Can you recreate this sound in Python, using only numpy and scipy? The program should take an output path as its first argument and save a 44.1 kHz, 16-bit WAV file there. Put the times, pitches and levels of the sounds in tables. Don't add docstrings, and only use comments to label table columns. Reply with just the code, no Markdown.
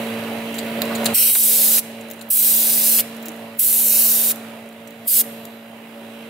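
import sys
import numpy as np
from scipy import signal
from scipy.io import wavfile
from scipy.ndimage import uniform_filter1d, map_coordinates

SR = 44100
rng = np.random.default_rng(int(sys.argv[2]) if len(sys.argv) > 2 else 0)


def rack_gain(trim_db):
    fader = np.asarray(trim_db, float)
    return 10 ** (fader / 20)


def transcribe(u):
    v = np.clip(np.atleast_2d(u).T, -1, 1)
    q = np.round(v * 32767).astype(np.int16)
    wavfile.write(sys.argv[1], SR, q)


N = 277697
TIME = np.arange(N) / SR

# t/s, level over the mean flow/dB
PUSH = [(1.17, -1), (1.22, 0.8), (1.37, -0.8), (1.7, 0.2), (1.79, 0.4), (2.32, -1), (2.44, 0.2), (2.67, -2),
        (2.98, -0.6), (3.6, 0), (3.68, .5), (3.85, 0.2), (4.0, 2.5), (4.12, -0.5), (4.2, -2), (4.31, -1.5),
        (5.09, -1.3), (5.2, 2.5)]
# t/s, narrowness/dB, widening/s
SEATS = [
    (1.325, 5.5, 0.12),
    (2.295, 10, .11),
    (3.585, 7.5, 0.21),
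    (5.07, 10.5, 0.063),
]


def jet():
    # full flow/s, shut/s, flow/dB, rise/dB per ms
    bursts = [
        (1.147, 1.794, -15.5, 2),
        (2.305, 3.007, -15.5, 4),
        (3.594, 4.317, -16.5, 2.5),
        (5.08, 5.213, -16.5, 1.6),
    ]
    # f/Hz, likeness
    jet_same = [(60, 0.98), (120, 0.99), (240, 1.0), (480, 0.38), (950, 1), (1890, 1), (3770, 0.39),
                (7520, 0.53), (15000, 0.22)]
    # f/Hz, left over right/dB
    jet_lean = [(60, 0.0), (130, 0.0), (290, -10), (640, 14), (1410, 0), (3100, -0.5), (6820, 2.5),
                (15000, -3.5)]
    shut_db_per_ms, surge_db, surge_s = 1.8, 1.5, 0.0091
    hiss = noise_pair(jet_colour, jet_same, jet_lean, patchy_db=1.1, steady=.75, size=1024)
    flow = 0
    for full, shut, db, rise in bursts:
        rise_db = np.minimum(rise * (TIME - full) * 1000, 0)
        shut_db = -shut_db_per_ms * np.maximum((TIME - shut) * 1000, 0)
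        surge = surge_db * np.exp(-abs(TIME - full) / surge_s)
        flow = flow + rack_gain(db + rise_db + shut_db + surge)
    flutter_db = 0.15 * drift(25.02) + .5 * drift(120.0)
    narrow_db = 0.16 * jolts(SEATS, 0.012)
    return rack_gain(3.5 + flutter_db - narrow_db) * amp_of(PUSH, column=1) * flow * hiss


def jet_colour(hz, t):
    # f/Hz, level/dB per Hz
    jet_db = [(410, -58), (700, -37), (862, -40), (1360, -27.5), (1570, -21.5), (1880, -24.5), (1980, -21),
              (2930, -13), (3210, -14.5), (3850, -8.5), (6400, -9.5), (11600, -2), (14500, 1), (15700, -6)]
    # from/s, to/s, f/Hz, width/Hz, depth/dB (negative lifts)
    nulls = [
        (3.83, 4.07, 3430, 100, 30),
        (3.82, 3.9, 5050, 90, 20),
        (3.84, 3.89, 4600, 90, 20),
        (4.16, 4.22, 4100, 90, 18),
        (5.073, 5.102, 4750, 500, -10),
    ]
    # f/Hz, width/Hz, depth/dB (negative lifts)
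    tube_nulls = [(1050, 250, 9), (1700, 200, 8), (3550, 160, 34), (3850, 120, -3), (4060, 90, 16),
                  (4510, 70, 14), (4950, 130, 26), (5370, 180, -4), (5680, 70, 14), (6750, 300, 22),
                  (7130, 70, 12), (7650, 70, 14), (8200, 150, -6)]
    tube_on, tube_off = 1.14, 1.33
    body_db, body_per_push = -2, 0.3
    roar_db, roar_per_push, roar_per_narrow, tube_roar_db = -2, -0.68, .8, 5

    narrow, push = jolts(SEATS, 0.014, t), np.interp(t, *np.transpose(PUSH))
    tube = np.interp(t, [tube_on - .03, tube_on, tube_off, tube_off + 0.065], [0, 1, 1, 0])
    body_band = np.exp(-np.log((hz + 1) / 5200) ** 4 / 0.018)
    body = body_band * (body_db + body_per_push * push - narrow)
    roar_band = np.exp(-np.log((hz + 1) / 2200) ** 4 / 0.27)
    roar = roar_band * (roar_db + roar_per_push * push - roar_per_narrow * narrow + tube_roar_db * tube)
    notches = 0
    for start, end, f, width, db in [*nulls] + [(tube_on, tube_off, *row) for row in tube_nulls]:
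        active = np.interp(t, [start - .02, start, end, end + .02], [0, 1, 1, 0])
        notches = notches + db * np.exp(-((hz - f) / width) ** 2) * active
    comb = rng.standard_normal((len(t), len(hz))).T
    comb = uniform_filter1d(comb, size=3, axis=0)
    comb = evened(uniform_filter1d(comb, size=36, axis=1))
    return read(jet_db, hz) + body + roar - notches - 1.5 * np.maximum(comb, 0) ** 2


def leak():
    # t/s, f/Hz, level/dB
    whistle = [
        (5.22, 11830, -45),
        (5.35, 11900, -50),
        (5.55, 12050, -59),
        (5.8, 12150, -68),
        (6.3, 12250, -75),
    ]
    s, hz, _ = np.transpose(whistle)
    hz, grit = np.interp(TIME, s, hz), rng.standard_normal((2, N))
    tones = evened(resonate(grit, hz, 160)) + rack_gain(-2) * evened(resonate(grit, 1.095 * hz, 350))
    return amp_of(whistle, column=2) * (TIME > s[0]) * tones


def rattle():
    # t/s, peak/dB, bright spot/Hz, sleeve ring/dB
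    short_ticks = [(0.238, -34, 12500, 1), (0.854, -24, 11600, -21), (0.9214, -32, 13200, -1),
                   (1.0744, -25, 7760, -35), (2.086, -36, 10100, -8), (2.164, -46, 12200, -19),
                   (2.1939, -39, 7330, -10), (3.148, -35, 9530, -21), (3.1662, -33, 9900, -18),
                   (3.2572, -28, 15000, -23), (3.2842, -21, 9900, -23), (3.2895, -29, 6260, -21),
                   (3.3179, -33, 10400, -16), (3.3633, -37, 11100, -22), (4.3587, -26, 12000, -20),
                   (4.6594, -43, 8680, -9), (4.6892, -40, 9020, -13), (4.7274, -43, 12300, -4),
                   (6.004, -52, 13300, -6)]
    # t/s, peak/dB, bright spot/Hz, sleeve ring/dB, length/s
    scrapes = [(0.542, -27, 7730, -15, 0.02), (0.5656, -27, 13100, -8, 0.013), (0.584, -22, 7000, 0, 0.02),
               (0.819, -9, 13400, -5, 0.0074), (0.952, -21, 6710, -3.5, 0.018),
               (1.045, -17, 14900, -23, 0.0099), (1.056, -8.5, 7500, -11, 0.018),
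               (1.059, -12.5, 7750, 1, 0.014), (1.351, -13, 8000, -8, 0.01), (2.009, -34, 7250, -13, 0.012),
               (2.102, -28, 13900, -27, 0.018), (2.112, -23.5, 13800, -21, 0.0091),
               (2.1345, -32, 8390, -20, 0.013), (2.2115, -30, 7350, -3.5, 0.014),
               (2.221, -33, 11100, -20, 0.013), (3.226, -32, 13900, -19, 0.016),
               (3.256, -24, 13400, -23, 0.021), (4.874, -34, 7900, -15, 0.01),
               (4.906, -35, 13900, -11, 0.0075), (5.4523, -24.5, 11900, -16, 0.0089)]
    tick_s, crack, crack_s = .0045, 1.2, .0012
    out, t = np.zeros((2, N)), np.arange(2400) / SR
    for s, db, hz, ring_db, length in [(*row, tick_s) for row in short_ticks] + [*scrapes]:
        lean_db = np.clip(-1.5 + 5 * rng.standard_normal(), -7, 7)
        size, grit = rng.exponential(1, 60), rng.standard_normal((3, len(t)))
        ticks = np.repeat(size, 40) ** 0.45 * np.minimum(t / 0.0004, 1) * rack_gain(-15 * (t / length) ** 2.2)
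        grit = (grit[0] + 0.79 * grit[1:]) * ticks * (1 + crack * np.exp(-t / crack_s))
        wide = np.diff(grit, prepend=0)
        bright = evened(resonate(wide, hz, 1500))
        bright += rack_gain(-2) * evened(wide)
        bright += rack_gain(-5) * evened(resonate(grit, 7300, 900))
        ring = evened(resonate(resonate(grit, 4200, 1300), 4200, 1500))
        ring += rack_gain(-4) * evened(resonate(grit, 2600, 2000))
        ring += rack_gain(-7) * evened(resonate(grit, 3950, 250))
        sound = bright / abs(bright).max() + rack_gain(ring_db) * ring / abs(ring).max()
        add(out, s - .0005, rack_gain(db + 5.0 + np.array([[.5], [-.5]]) * lean_db) * sound)
    return out


def puffs():
    # t/s, peak/dB, centre/Hz, width/Hz, length/s
    seal_puffs = [(0.822, -26, 800, 500, 0.0094), (0.895, -23.5, 1160, 900, .025),
                  (1.066, -21, 1300, 900, 0.0054), (1.351, -22, 1840, 2500, 0.0058),
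                  (1.774, -21.5, 2440, 2500, 0.0087), (2.984, -16, 2900, 2500, 0.012),
                  (3.263, -35, 2800, 1500, 0.0066), (3.273, -30, 338, 120, 0.019),
                  (4.299, -26, 2300, 2500, 0.0083), (2.288, -31, 14200, 2500, .004),
                  (3.573, -31, 14500, 2500, .004), (5.049, -38, 12100, 4000, 0.0091),
                  (1.353, -30, 770, 300, 0.0084)]
    out, t = np.zeros((2, N)), np.arange(2400) / SR
    for s, db, hz, width, length in seal_puffs:
        grit = rng.standard_normal((3, len(t)))
        grit = grit[0] + 0.15 * grit[1:]
        shape = t / length * np.exp(1 - t / length) * np.exp(-(t / length / 2) ** 2)
        puff = evened(resonate(resonate(grit, hz, width), hz, width))
        add(out, s, rack_gain(db - 6.0) * puff * shape)
    return out


def bay(x):
    # f/Hz, t60/s
    bay_t60 = [(1000, 0.6), (4000, 0.95), (9000, 0.62), (15000, 0.32)]
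    taps = np.zeros((2, SR))
    at = np.arange(200, SR - 20, 20) + rng.integers(0, 20, (2, (SR - 201) // 20))
    np.put_along_axis(taps, at, rng.choice([-1., 1.], at.shape), 1)
    hz, t, z = signal.stft(taps, SR, nperseg=256)
    slope = rack_gain(-60 * t / read(bay_t60, hz)[:, None])
    slope = slope + rack_gain(17 - 60 * t / 0.036)
    slope = slope + rack_gain(-27 - 60 * t / 1.1)
    tail = signal.istft(z * slope, SR, nperseg=256)[1]
    return signal.fftconvolve(x, tail / np.linalg.norm(tail[0]), axes=1)[:, :N]


def workshop():
    # multiple of shaft speed, level/dB
    hum_orders = [(1, -47), (2, -19), (3, -18.5), (4, 0), (5, -13.5), (6, -22), (7, -19.5), (8, -8.5),
                  (9, -20), (10, -7.5), (11, -19), (12, -14.5), (13, -27), (17, -21)]
    # f/Hz, width/Hz, level/dB
    whines = [(2800, 180, -17), (2010, 100, -21), (3900, 25, -24)]
    # f/Hz, level/dB per Hz
    shop_db = [(24, -75), (40, -100), (103, -12.5), (170, -13), (224, -13.5), (310, -12.5), (452, -8.5),
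               (512, -12), (566, -4.5), (1060, -15.5), (2800, -15), (3970, -24.5), (5640, -33),
               (12200, -26), (15700, -30)]
    # f/Hz, likeness
    shop_same = [(60, 0.97), (150, 1.0), (380, 0.94), (950, 0.79), (2380, 0.22), (5980, 0.38),
                 (15000, -1.6)]
    # f/Hz, left over right/dB
    shop_lean = [(60, 4), (120, -1.5), (240, -0.5), (480, -3.5), (950, -4.5), (1890, -5.5), (3770, -7),
                 (7520, -0.5), (15000, -5.5)]
    shaft_hz, gear_hz, gear_db = 56.84, 3981, -22.5
    turns = np.cumsum(shaft_hz * (1 + 0.0011 * drift(3.0))) / SR
    hum = np.zeros((2, N))
    for k, db in hum_orders:
        lean_db = np.array([[.5], [-.5]]) * read(shop_lean, k * shaft_hz)
        waver_db = (.6 - 0.14 * db) * drift(12.0)
        hum += rack_gain(1.12 * db + 3 + lean_db + waver_db) * np.sin(2 * np.pi * (k * turns + rng.random()))
    for hz, width, db in whines:
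        hum += rack_gain(db) * evened(resonate(rng.standard_normal((2, N)), hz, width))
    hum += rack_gain(gear_db + 2.5 * drift(6.0)) * np.sin(2 * np.pi * gear_hz * TIME)

    def room_colour(hz, t):
        return read(shop_db, hz) + 0 * t

    wash = noise_pair(room_colour, shop_same, shop_lean, patchy_db=1.1, steady=.15, size=2048)
    throb = 1 + 0.1 * np.cos(2 * np.pi * turns) + 0.036 * np.cos(4 * np.pi * turns + 6.2)
    return camera_gain() * (hum + rack_gain(-0.5) * throb * wash)


def camera_gain():
    # t/s, level/dB
    gain_drift = [(0.0, -38), (0.3, -40.5), (0.54, -40.5), (0.8, -39), (1.1, -34.5), (1.2, -41),
                  (1.75, -36), (2.26, -40.5), (2.6, -37), (3.4, -37.5), (3.56, -40.5), (3.85, -37.5),
                  (4.47, -38), (4.72, -42.5), (5.0, -42), (5.3, -37), (5.61, -43), (6.3, -39)]
    # t/s, depth/dB, recovery/s
    dips = [
        (1.15, 7, 0.019),
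        (1.32, 7.5, 0.1),
        (1.8, 6, .04),
        (2.31, 13, 0.084),
        (3.595, 10, 0.095),
        (5.082, 13, 0.061),
    ]
    range_s, range_fall_s, range_db = 1.138, .004, 10
    step_db = range_db * np.clip(1 - (TIME - range_s) / range_fall_s, 0, 1)
    return amp_of(gain_drift, column=1) * rack_gain(step_db - jolts(dips, fall=.015))


def noise_pair(colour_db, same, lean, patchy_db, steady, size=1024):
    hop = size // 4
    frames, hz = N // hop + 5, np.fft.rfftfreq(size, 1 / SR)[:, None]
    a, b, c, d, patches, paths = rng.standard_normal((frames, len(hz), 6)).T
    patches = uniform_filter1d(patches, size=size // 64, axis=0)
    patches = evened(uniform_filter1d(patches, size=12, axis=1))
    paths = uniform_filter1d(paths, size=size // 100, axis=0)
    paths = evened(uniform_filter1d(paths, size=90, axis=1))
    alike = np.clip(read(same, hz), -.5, .985)
    related = np.maximum(abs(alike), np.clip(steady, .01, 1))
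    turn = np.exp(1j * np.arccos(alike / related) * paths)
    left = a + 1j * b
    right = related * turn * left + np.sqrt(1 - related ** 2) * (c + 1j * d)
    z = np.array([left, right])
    z *= rack_gain(colour_db(hz, np.arange(frames) * hop / SR) + patchy_db * patches)
    z *= rack_gain(np.array([.5, -.5])[:, None, None] * read(lean, hz))
    return evened(signal.istft(z, nperseg=size, noverlap=size - hop)[1][:, :N])


def resonate(x, hz, width):
    turn = np.exp(2j * np.pi * np.cumsum(hz * np.ones(x.shape[-1])) / SR)
    r = np.exp(-np.pi * width / SR)
    return 2 * (turn * signal.lfilter([1 - r], [1, -r], x / turn)).real


def drift(per_s, size=N):
    knots = rng.standard_normal(int(per_s * size / SR) + 4)
    return evened(map_coordinates(knots, [np.arange(size) * per_s / SR]))


def jolts(rows, fall, t=TIME):
    total = 0
    for s, db, back in rows:
        onset = np.clip((t - s) / fall + 1, 0, 1)
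        total = total + db * onset * np.exp(-np.maximum(t - s, 0) / back)
    return total


def amp_of(rows, column, t=TIME):
    rows = np.transpose(rows)
    return rack_gain(np.interp(t, rows[0], rows[column]))


def evened(x):
    return x / np.sqrt(np.mean(x ** 2) + 1e-20)


def read(points, hz):
    f, value = np.transpose(points)
    return np.interp(np.log(hz + 1), np.log(f + 1), value)


def add(mix, s, sound):
    part = mix[:, round(s * SR):][:, :sound.shape[1]]
    part += sound[:, :part.shape[1]]


def scene():
    air, brass = jet(), rattle() + puffs()
    return air + brass + bay(rack_gain(-17.5) * air + rack_gain(-12.0) * brass) + leak() + workshop()


def low_pass(x):
    return signal.sosfilt(signal.butter(12, 16820, fs=SR, output="sos"), x)


def record(dry):
    limited = 1.1 * np.tanh(dry / 1.1)
    cut = signal.sosfilt(signal.butter(4, 75, "high", fs=SR, output="sos"), limited)
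    rumble = rack_gain(-41) * camera_gain() * evened(resonate(rng.standard_normal(dry.shape), 40, 60))
    edge = signal.firwin(1023, 15750, window=("kaiser", 9), fs=SR)
    mix = signal.oaconvolve(cut + rumble, edge[None], "same")
    return low_pass(mix)


dry = scene()
out = record(dry)
transcribe(out)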